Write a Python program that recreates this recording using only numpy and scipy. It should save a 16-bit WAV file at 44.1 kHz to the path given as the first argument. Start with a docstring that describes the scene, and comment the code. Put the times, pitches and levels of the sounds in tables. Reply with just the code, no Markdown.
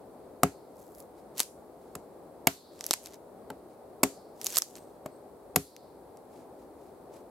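"""Over a steady distant rush, an axe bites into a thin log on a forest floor. The blade twists in the
cut, and the wood tears and snaps into splinters. Twice more comes a light aiming tap, a hard blow and
a splintering twist; then the steel rings faintly as it slips free. A last tap and a fourth blow leave
two small cracks and a rustle of sleeves and leaves. Throughout, the trees answer faintly and the
nearby camera's gain control ducks after each loud crack."""
import sys
import numpy as np
from scipy import signal
from scipy.fft import rfft, irfft, next_fast_len
from scipy.io import wavfile
from scipy.ndimage import uniform_filter1d, minimum_filter1d, map_coordinates

SR = 44100
rng = np.random.default_rng(int(sys.argv[2]) if len(sys.argv) > 2 else 0)


def int16_out(signal):
    """Quantize to a 16-bit WAV file."""
    q = np.round(np.clip(np.atleast_2d(signal).T, -1, 1) * 32767)
    wavfile.write(sys.argv[1], SR, q.astype(np.int16))


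N = 321930
T = np.arange(N) / SR
AGE = np.arange(SR // 2) / SR  # seconds since a hit

# Blows and aiming taps. Each row: start in seconds, force in dB, knock in dB, knock pitch ratio,
# bite in dB, crack in dB, crack and bite hold in seconds, log ring in dB, ground thud in dB.
# The layer levels ride on the force.
AXE_HITS = [(0.4324, -15.5, 2.5, 0.98, 1, -0.5, 0.0026, 0, 6), (1.952, -36, -8, 0.87, 0, 1.5, 0.0029, 1, 8),
            (2.4703, -0.5, -5.5, 0.93, -0.5, -1.5, 0.0032, -19, -11),
            (3.5015, -30.5, -2.5, 1.21, -9, -12.5, 0.0027, -4, -1.5),
            (4.0319, -10, -5.5, 0.877, -0.5, 2, 0.0055, -3.5, -11),
            (5.059, -29.5, 0, 0.874, -7.5, -12.5, 0.004, -10, -4.5),
            (5.5592, -4.5, -9, 1, -2.5, 2, 0.0034, -7.5, 4)]
# The featured splinters. Each row: time in seconds, level in dB, brightness as a tilt in dB per octave
# (fracture() limits it), left over right in dB.
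BIG_SNAPS = [(0.9496, -54, 16, -2), (1.003, -45.5, 20, -2), (1.382, -34, 6, -0.5), (1.403, -9.5, 1, 2),
             (1.4318, -30.5, 4.5, -4), (2.8092, -32, -3, -1.5), (2.8415, -32, -1.5, -1),
             (2.8652, -27, 9.5, -1.5), (2.9098, -8.5, -3.5, 0), (2.9326, -18, -5, -2.5),
             (2.9376, -14.5, -0.5, 2), (3.0598, -36, -2.5, 2), (4.415, -34.5, 0, -2),
             (4.445, -27.5, 8.5, -2), (4.462, -32.5, -1.5, 0), (4.4678, -20.5, 2, -0.5),
             (4.5592, -25, 5, -1.5), (4.5706, -16, -1.4, -7), (4.579, -20.5, 7.5, -7.5),
             (4.585, -9.5, 5, -1), (4.621, -17, -1.5, -2.5), (4.7552, -40.5, -0.5, 0),
             (5.765, -42, -2.4, 2), (6.172, -54.5, -2, 2)]
# Heaves on the handle. Each row: moment of giving way in seconds, peak strain in dB, build-up and
# release in seconds per 60 dB, tilt in dB per octave.
HEAVES = [(.8, -57, .3, 0.56, 6.5), (1.0, -52, .45, 0.19, 11), (1.4, -23, 0.077, 0.11, 0.5),
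          (2.921, -40, .5, 0.22, 0.5), (3.068, -44.5, 0.29, 0.16, 0), (3.144, -49.5, 0.14, 0.066, -2.5),
          (4.468, -34.5, .2, 0.76, 2.5), (4.584, -26, .2, .06, -0.5), (4.771, -47, 0.084, 0.082, 0.5)]
# The blade slipping free. Each row: start in seconds, level in dB.
BLADE_PULLS = [(4.76, -58), (5.11, -66.5)]
# Sleeves and leaves stirring. Each row: centre in seconds, level in dB, half-width in seconds.
SWISHES = [(0.998, -69, 0.017), (1.186, -67.5, 0.021), (1.9, -74.5, 0.1), (3.724, -73, 0.018),
           (6.376, -66.5, 0.045), (6.615, -72, 0.034), (6.85, -72.5, 0.066), (7.162, -64, 0.032)]

# Resonances. Each row: frequency in Hz before the pitch ratio, relative level in dB, t60 in seconds.
KNOCK_MODES = [(185, 0, 0.02), (408, 6, 0.017), (719, 0, 0.056), (930, -6.5, 0.0089), (1126, -4, .022),
               (1288, -7, 0.033), (2210, -9, 0.011)]  # the wood around the cut
LOG_MODES = [(225, -12.5, 0.033), (291.3, -0.5, 0.13), (434, -4, 0.13), (564, -13.5, .1), (780, -4.5, .08),
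             (1090, -25, 0.028), (1435, -26, 0.15)]  # the whole log bending
THUD_MODES = [(72, -12, .17), (97, -10, .14), (145, -2, .11), (178, 1, .1)]  # the log pressed into the soil
STEEL_MODES = [(4400, -7, .22), (8500, 0, .4)]  # the axe head

# Noise colours. Each row: frequency in Hz, relative spectral level in dB.
BITE_COLOUR = [(200, 1), (700, 6), (1300, 5), (1650, -5.5), (2200, 0.5), (3000, -8), (4500, -16),
               (8000, -34.5)]  # the blade wedging in, all midrange
CRACK_COLOUR = [(500, -8.5), (2000, -15), (3500, -7.5), (5000, 0.5), (6000, -7.5), (7600, 5), (9300, -6.5),
                (11500, 3), (14000, -4.5), (16000, -18.5), (18000, -57.5)]  # the bright split of the grain
LITTER_COLOUR = [(60, -17), (130, -6.5), (190, 2), (400, -3.5), (800, -12), (1500, -22.5), (3000, -43.5)]  # dull leaf litter under the log
STEEL_COLOUR = [(2500, -35), (3600, -9), (4300, 0), (5000, -3), (5900, -16), (9000, -35)]  # the thin ring of the gripped blade
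SNAP_COLOUR = [(100, -10.5), (500, -7), (1200, -10.5), (2500, -4.5), (3600, -3.5), (5200, 4.5), (7500, 4.5),
               (9400, -6), (11500, 3.5), (14000, -12.5), (16000, -16.5), (18000, -57.5)]  # a splinter parting
FIBRE_COLOUR = [(200, -20), (1000, -6), (2200, -2), (3400, 0), (5000, 0), (7800, 1), (9400, -4),
                (11500, -2), (14000, -6), (16000, -15), (18000, -60)]  # single fibres tearing
RUSTLE_COLOUR = [(500, -6), (2200, 5.5), (3200, 0.5), (4600, 3), (8000, 3.5), (16000, -7.5)]  # sleeves and dry leaves
RUSH_COLOUR = [(15, -65.5), (25, -29.5), (54, -11.5), (119, -15), (275, -7), (372, -4), (408, -2.5),
               (448, -4.5), (552, -5.5), (782, -9), (1770, -32), (2180, -35), (2950, -43.5), (4380, -37.5),
               (6500, -50), (8450, -72), (14300, -120)]  # the distant forest bed
HISS_COLOUR = [(1000, -9.5), (6000, -9.5), (8500, -1.5), (11500, -1.5), (15000, -5), (16000, -8),
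               (17000, -41)]  # the camera's own noise

# The tail from the trunks. Each row: frequency in Hz, t60 in seconds.
TRUNK_DECAY = [(100, .12), (600, .16), (1500, 0.18), (4500, 0.22), (9000, 0.33), (15000, .27)]
# How much the trunks send back. Each row: frequency in Hz, echo level in dB.
TRUNK_RETURN = [(100, -37), (700, -12.5), (2000, -17.5), (7000, -16), (15000, -22.5)]
# Stereo image of the rush. Each row: frequency in Hz, left-right correlation (1 is mono).
RUSH_CORRELATION = [(60, .86), (300, .88), (640, .82), (1400, .55), (3100, .35), (6800, 0)]
# Mismatch of the two microphones. Each row: frequency in Hz, left over right in dB.
MIC_BALANCE = [(60, 1), (400, 2.2), (1300, 1.9), (2400, -1), (8000, 1.2), (15000, -6)]


def axe(wood_db=-1, bend_db=-2, soil_db=-13, litter_db=-9, litter_t60=0.11, sing_db=-46, sing_t60=0.81):
    """The blade cracks into the fibres, knocks the wood, bends the log and drives it into the soil."""
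    out = np.zeros((2, N))
    for s, force, knock, pitch, bite, crack, hold, log, thud in AXE_HITS:
        add(out, s, amp(force + crack) * fracture(CRACK_COLOUR, hold, t60=.01, width=.25))
        add(out, s, amp(force + bite) * fracture(BITE_COLOUR, hold, t60=.016, width=.2))
        add(out, s, amp(force + knock + wood_db) * ring(KNOCK_MODES, pitch, attack=0.0013))
        add(out, s, amp(force + log + bend_db) * ring(LOG_MODES, pitch=0.94, attack=0.0033))
        add(out, s, amp(force + thud + soil_db) * ring(THUD_MODES, pitch=1, attack=.006))
        # the jolted log shakes the litter under it: a dull, rough thud
        jolt = fade(AGE, litter_t60) * (1 - fade(AGE, t60=.02))
        add(out, s, amp(force + log + litter_db) * jolt * noise(LITTER_COLOUR, len(AGE), width=.35))
        # a thin steely ring lingers, its pitch set by how the cut grips the blade
        gripped = np.array(STEEL_COLOUR) * [1 + .02 * rng.normal(), 1]
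        add(out, s, amp(force + sing_db) * noise(gripped, SR, width=0.42) * fade(T[:SR], sing_t60))
    return out


def splinters(shiver_db=-15, recoil_db=-17):
    """Each splinter parts with a click and shivers briefly; the wood recoils with a small knock."""
    out = np.zeros((2, N))
    for s, db, tilt, pan in BIG_SNAPS + small_snaps():
        snap = fracture(SNAP_COLOUR, hold=.0006, t60=.002, width=.3, tilt_db=tilt)
        shiver = fracture(SNAP_COLOUR, hold=0.0018, t60=0.028, width=0.29, tilt_db=tilt)
        recoil = fracture(BITE_COLOUR, hold=.001, t60=.015, width=.2)
        sound = snap + amp(shiver_db) * shiver + amp(recoil_db - np.maximum(tilt, 0)) * recoil
        balance = amp([[pan / 2], [-pan / 2]])
        add(out, s - .0004, amp(db) * balance * sound)
    return out


def small_snaps(count=5, range_db=16.5, above_db=2.5, extra_tilt_db=1):
    """Cues for lesser splinters, scattered within range_db of peak strain: more strain, louder snap."""
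    rows = []
    for s, db, build, release, tilt in HEAVES:
        place = (np.arange(count) + rng.random(count)) / count
        times = s + (place * (build + release) - build) * range_db / 60
        levels = strain(times, s, db, build, release) + above_db
        for t, level in zip(times, levels):
            rows.append((t, level, tilt + extra_tilt_db + 2 * rng.normal(), rng.normal()))
    return rows


def tearing(fibres_per_s=1800, trim_db=-6.5):
    """A fine, dense crackle of single fibres under the snaps; it follows the strain of each heave."""
    out = np.zeros((2, N))
    for s, db, build, release, tilt in HEAVES:
        t = s - .5 + T[:SR]
        sizes = amp(3.5 * np.minimum(rng.exponential(size=SR), 3))
        breaks = rng.random(SR) < fibres_per_s / SR
        grains = signal.fftconvolve(sizes * breaks, fade(AGE[:SR // 100], t60=.004))[:SR]
        crackle = unit(grains * noise(FIBRE_COLOUR, SR, width=.4, tilt_db=tilt))
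        add(out, t[0], amp(trim_db + strain(t, s, db, build, release)) * crackle)
    return out


def strain(t, peak_s, db, build, release):
    """One heave's envelope in dB: the strain climbs until the fibres give, then slackens."""
    return db - 60 * np.maximum((peak_s - t) / build, (t - peak_s) / release)


def blade_ring(flutter_db=4):
    """Scraping free of the cut, the axe head rings faintly and unevenly."""
    out = np.zeros((2, N))
    for s, db in BLADE_PULLS:
        add(out, s, amp(db) * ring(STEEL_MODES, pitch=0.97, attack=0.011))
    return out * unit(amp(flutter_db * wobble(140)))


def rustles(flutter_db=2.4):
    """Sleeves and leaf litter give soft, uneven swishes as the body shifts."""
    swell = sum(amp(db) * np.exp(-.5 * ((T - s) / spread) ** 2) for s, db, spread in SWISHES)
    return swell * unit(amp(flutter_db * wobble(120)) * noise(RUSTLE_COLOUR, N, width=0.5))


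def forest_echoes(x, ground_db=-19, ground_t60=.05, predelay_s=.004):
    """The ground and many trunks scatter the sound: each band comes back as a diffuse, dying tail."""
    # thin trunks scatter little bass
    scattered = filtered(x.mean(0), lambda hz: hz ** 2 / (hz ** 2 + 700 ** 2))
    hz, t, direct = signal.stft(scattered, SR, nperseg=128)
    # sound leaves the log in all directions, so its sharp colours average out
    power = uniform_filter1d(np.abs(direct) ** 2, size=9, axis=0)
    delay = t[t < .6]

    def tail(t60):
        """Share of the energy that returns at each delay."""
        share = fade(delay, t60) ** 2 * (delay > predelay_s)
        return share / share.sum(-1, keepdims=True)

    ground = amp(ground_db) ** 2 * tail(ground_t60)
    trunks = amp(along(TRUNK_RETURN, hz))[:, None] ** 2 * tail(along(TRUNK_DECAY, hz)[:, None])
    energy = np.abs(signal.fftconvolve(power, ground + trunks, axes=1))[:, :len(t)]
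    diffuse = signal.stft(rng.standard_normal((2, N)), nperseg=128)[2]
    return signal.istft(diffuse / diffuse.std() * np.sqrt(energy), nperseg=128)[1][:, :N]


def distant_rush(rush_db=-50.5):
    """The bed: a steady far-off rush, near mono in the bass and wide on top."""
    def mid_side_gains(hz):
        angle = np.arccos(along(RUSH_CORRELATION, hz)) / 2
        return amp(along(RUSH_COLOUR, hz)) * [np.cos(angle), np.sin(angle)]

    mid, side = filtered(rng.standard_normal((2, N)), mid_side_gains)
    drift_db = .25 * wobble(1.5) + .5 * wobble(9)
    return amp(rush_db + drift_db) * unit(np.array([mid + side, mid - side]))


def fracture(colour, hold, t60, width, tilt_db=0):
    """A burst that holds while the wood breaks, then dies; as much energy as 2 ms at rms 1."""
    t = AGE[:SR // 20]
    envelope = fade(t - hold, t60) * (1 - fade(t, t60=0.0033))
    burst = envelope * noise(colour, len(t), width, np.clip(tilt_db, -6, 8))
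    return unit(low_cut(burst, hz=250)) * np.sqrt(.002 / .05)


def ring(modes, pitch, attack):
    """A struck body: damped modes, a little different in strength each hit, alternating in polarity."""
    sines = [(-1) ** k * amp(db + rng.normal()) * fade(AGE, t60) * np.sin(2 * np.pi * hz * pitch * AGE)
             for k, (hz, db, t60) in enumerate(modes)]
    return np.sum(sines, 0) * (1 - np.exp(-AGE / attack))


def noise(colour, size, width, tilt_db=0):
    """Coloured stereo noise at rms 1; width is side over mid, tilt_db is per octave above 1 kHz."""
    def eq(hz):
        return amp(along(colour, hz) + tilt_db * np.log2(np.maximum(hz, 1000) / 1000))

    mid, side = rng.standard_normal((2, size))
    return unit(filtered(np.array([mid + width * side, mid - width * side]), eq))


def filtered(x, response):
    """EQ x with a gain curve given as a function of Hz."""
    n = x.shape[-1]
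    padded = next_fast_len(n + SR // 10)
    return irfft(rfft(x, padded) * response(np.fft.rfftfreq(padded, 1 / SR)), padded)[..., :n]


def low_cut(x, hz):
    """Roll off the bass at 12 dB per octave."""
    return signal.sosfilt(signal.butter(2, hz, "high", fs=SR, output="sos"), x)


def amp(db):
    """Decibels to gain."""
    return 10 ** (np.asarray(db) / 20)


def unit(x):
    """Scale to rms 1."""
    return x / np.sqrt(np.mean(x ** 2) + 1e-20)


def along(points, hz):
    """Read a curve of (Hz, value) points on a log frequency axis."""
    freqs, values = np.transpose(points)
    return np.interp(np.log(hz + 1), np.log(freqs), values)


def fade(t, t60):
    """Hold until t = 0, then fall 60 dB every t60 seconds."""
    return np.exp(-np.log(1000) * np.maximum(t, 0) / t60)


def wobble(rate):
    """Smooth random modulation, rate knots a second."""
    return map_coordinates(rng.standard_normal(int(N * rate / SR) + 4), [T * rate])


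def add(track, s, sound):
    """Mix a sound into the track at s seconds."""
    part = track[:, round(s * SR):][:, :sound.shape[-1]]
    part += sound[..., :part.shape[-1]]


def scene():
    """The work on the log up front, its echoes behind, the forest bed underneath."""
    work = axe() + splinters() + tearing() + blade_ring() + rustles()
    return work + forest_echoes(work) + distant_rush()


def gain_control(x, knee_db=-18.5, recovery_db_per_s=34):
    """Sharp treble peaks duck the gain at once; it climbs back steadily."""
    treble = filtered(x.mean(0), lambda hz: hz > 3000)
    level_db = 10 * np.log10(np.abs(uniform_filter1d(treble ** 2, size=SR // 500)) + 1e-12)
    over_db = np.maximum(level_db - knee_db, 0)
    climb_db = recovery_db_per_s * T
    duck_db = np.maximum.accumulate(.7 * over_db + climb_db) - climb_db
    gain_db = minimum_filter1d(-duck_db, size=177)  # opens the duck 2 ms ahead of the peak
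    return x * amp(uniform_filter1d(gain_db, size=89))


def record(dry, hiss_db=-70, top_hz=16100):
    """The camera: two slightly unequal microphones, a low cut, gain control, hiss and a band limit."""
    mics = filtered(dry, lambda hz: amp(np.outer([.5, -.5], along(MIC_BALANCE, hz))))
    ducked = gain_control(low_cut(mics, hz=55))
    hiss = amp(hiss_db) * noise(HISS_COLOUR, N, width=0.99)
    return filtered(ducked + hiss, lambda hz: 1 / np.sqrt(1 + (hz / top_hz) ** 160))


dry = scene()
out = record(dry)
int16_out(out)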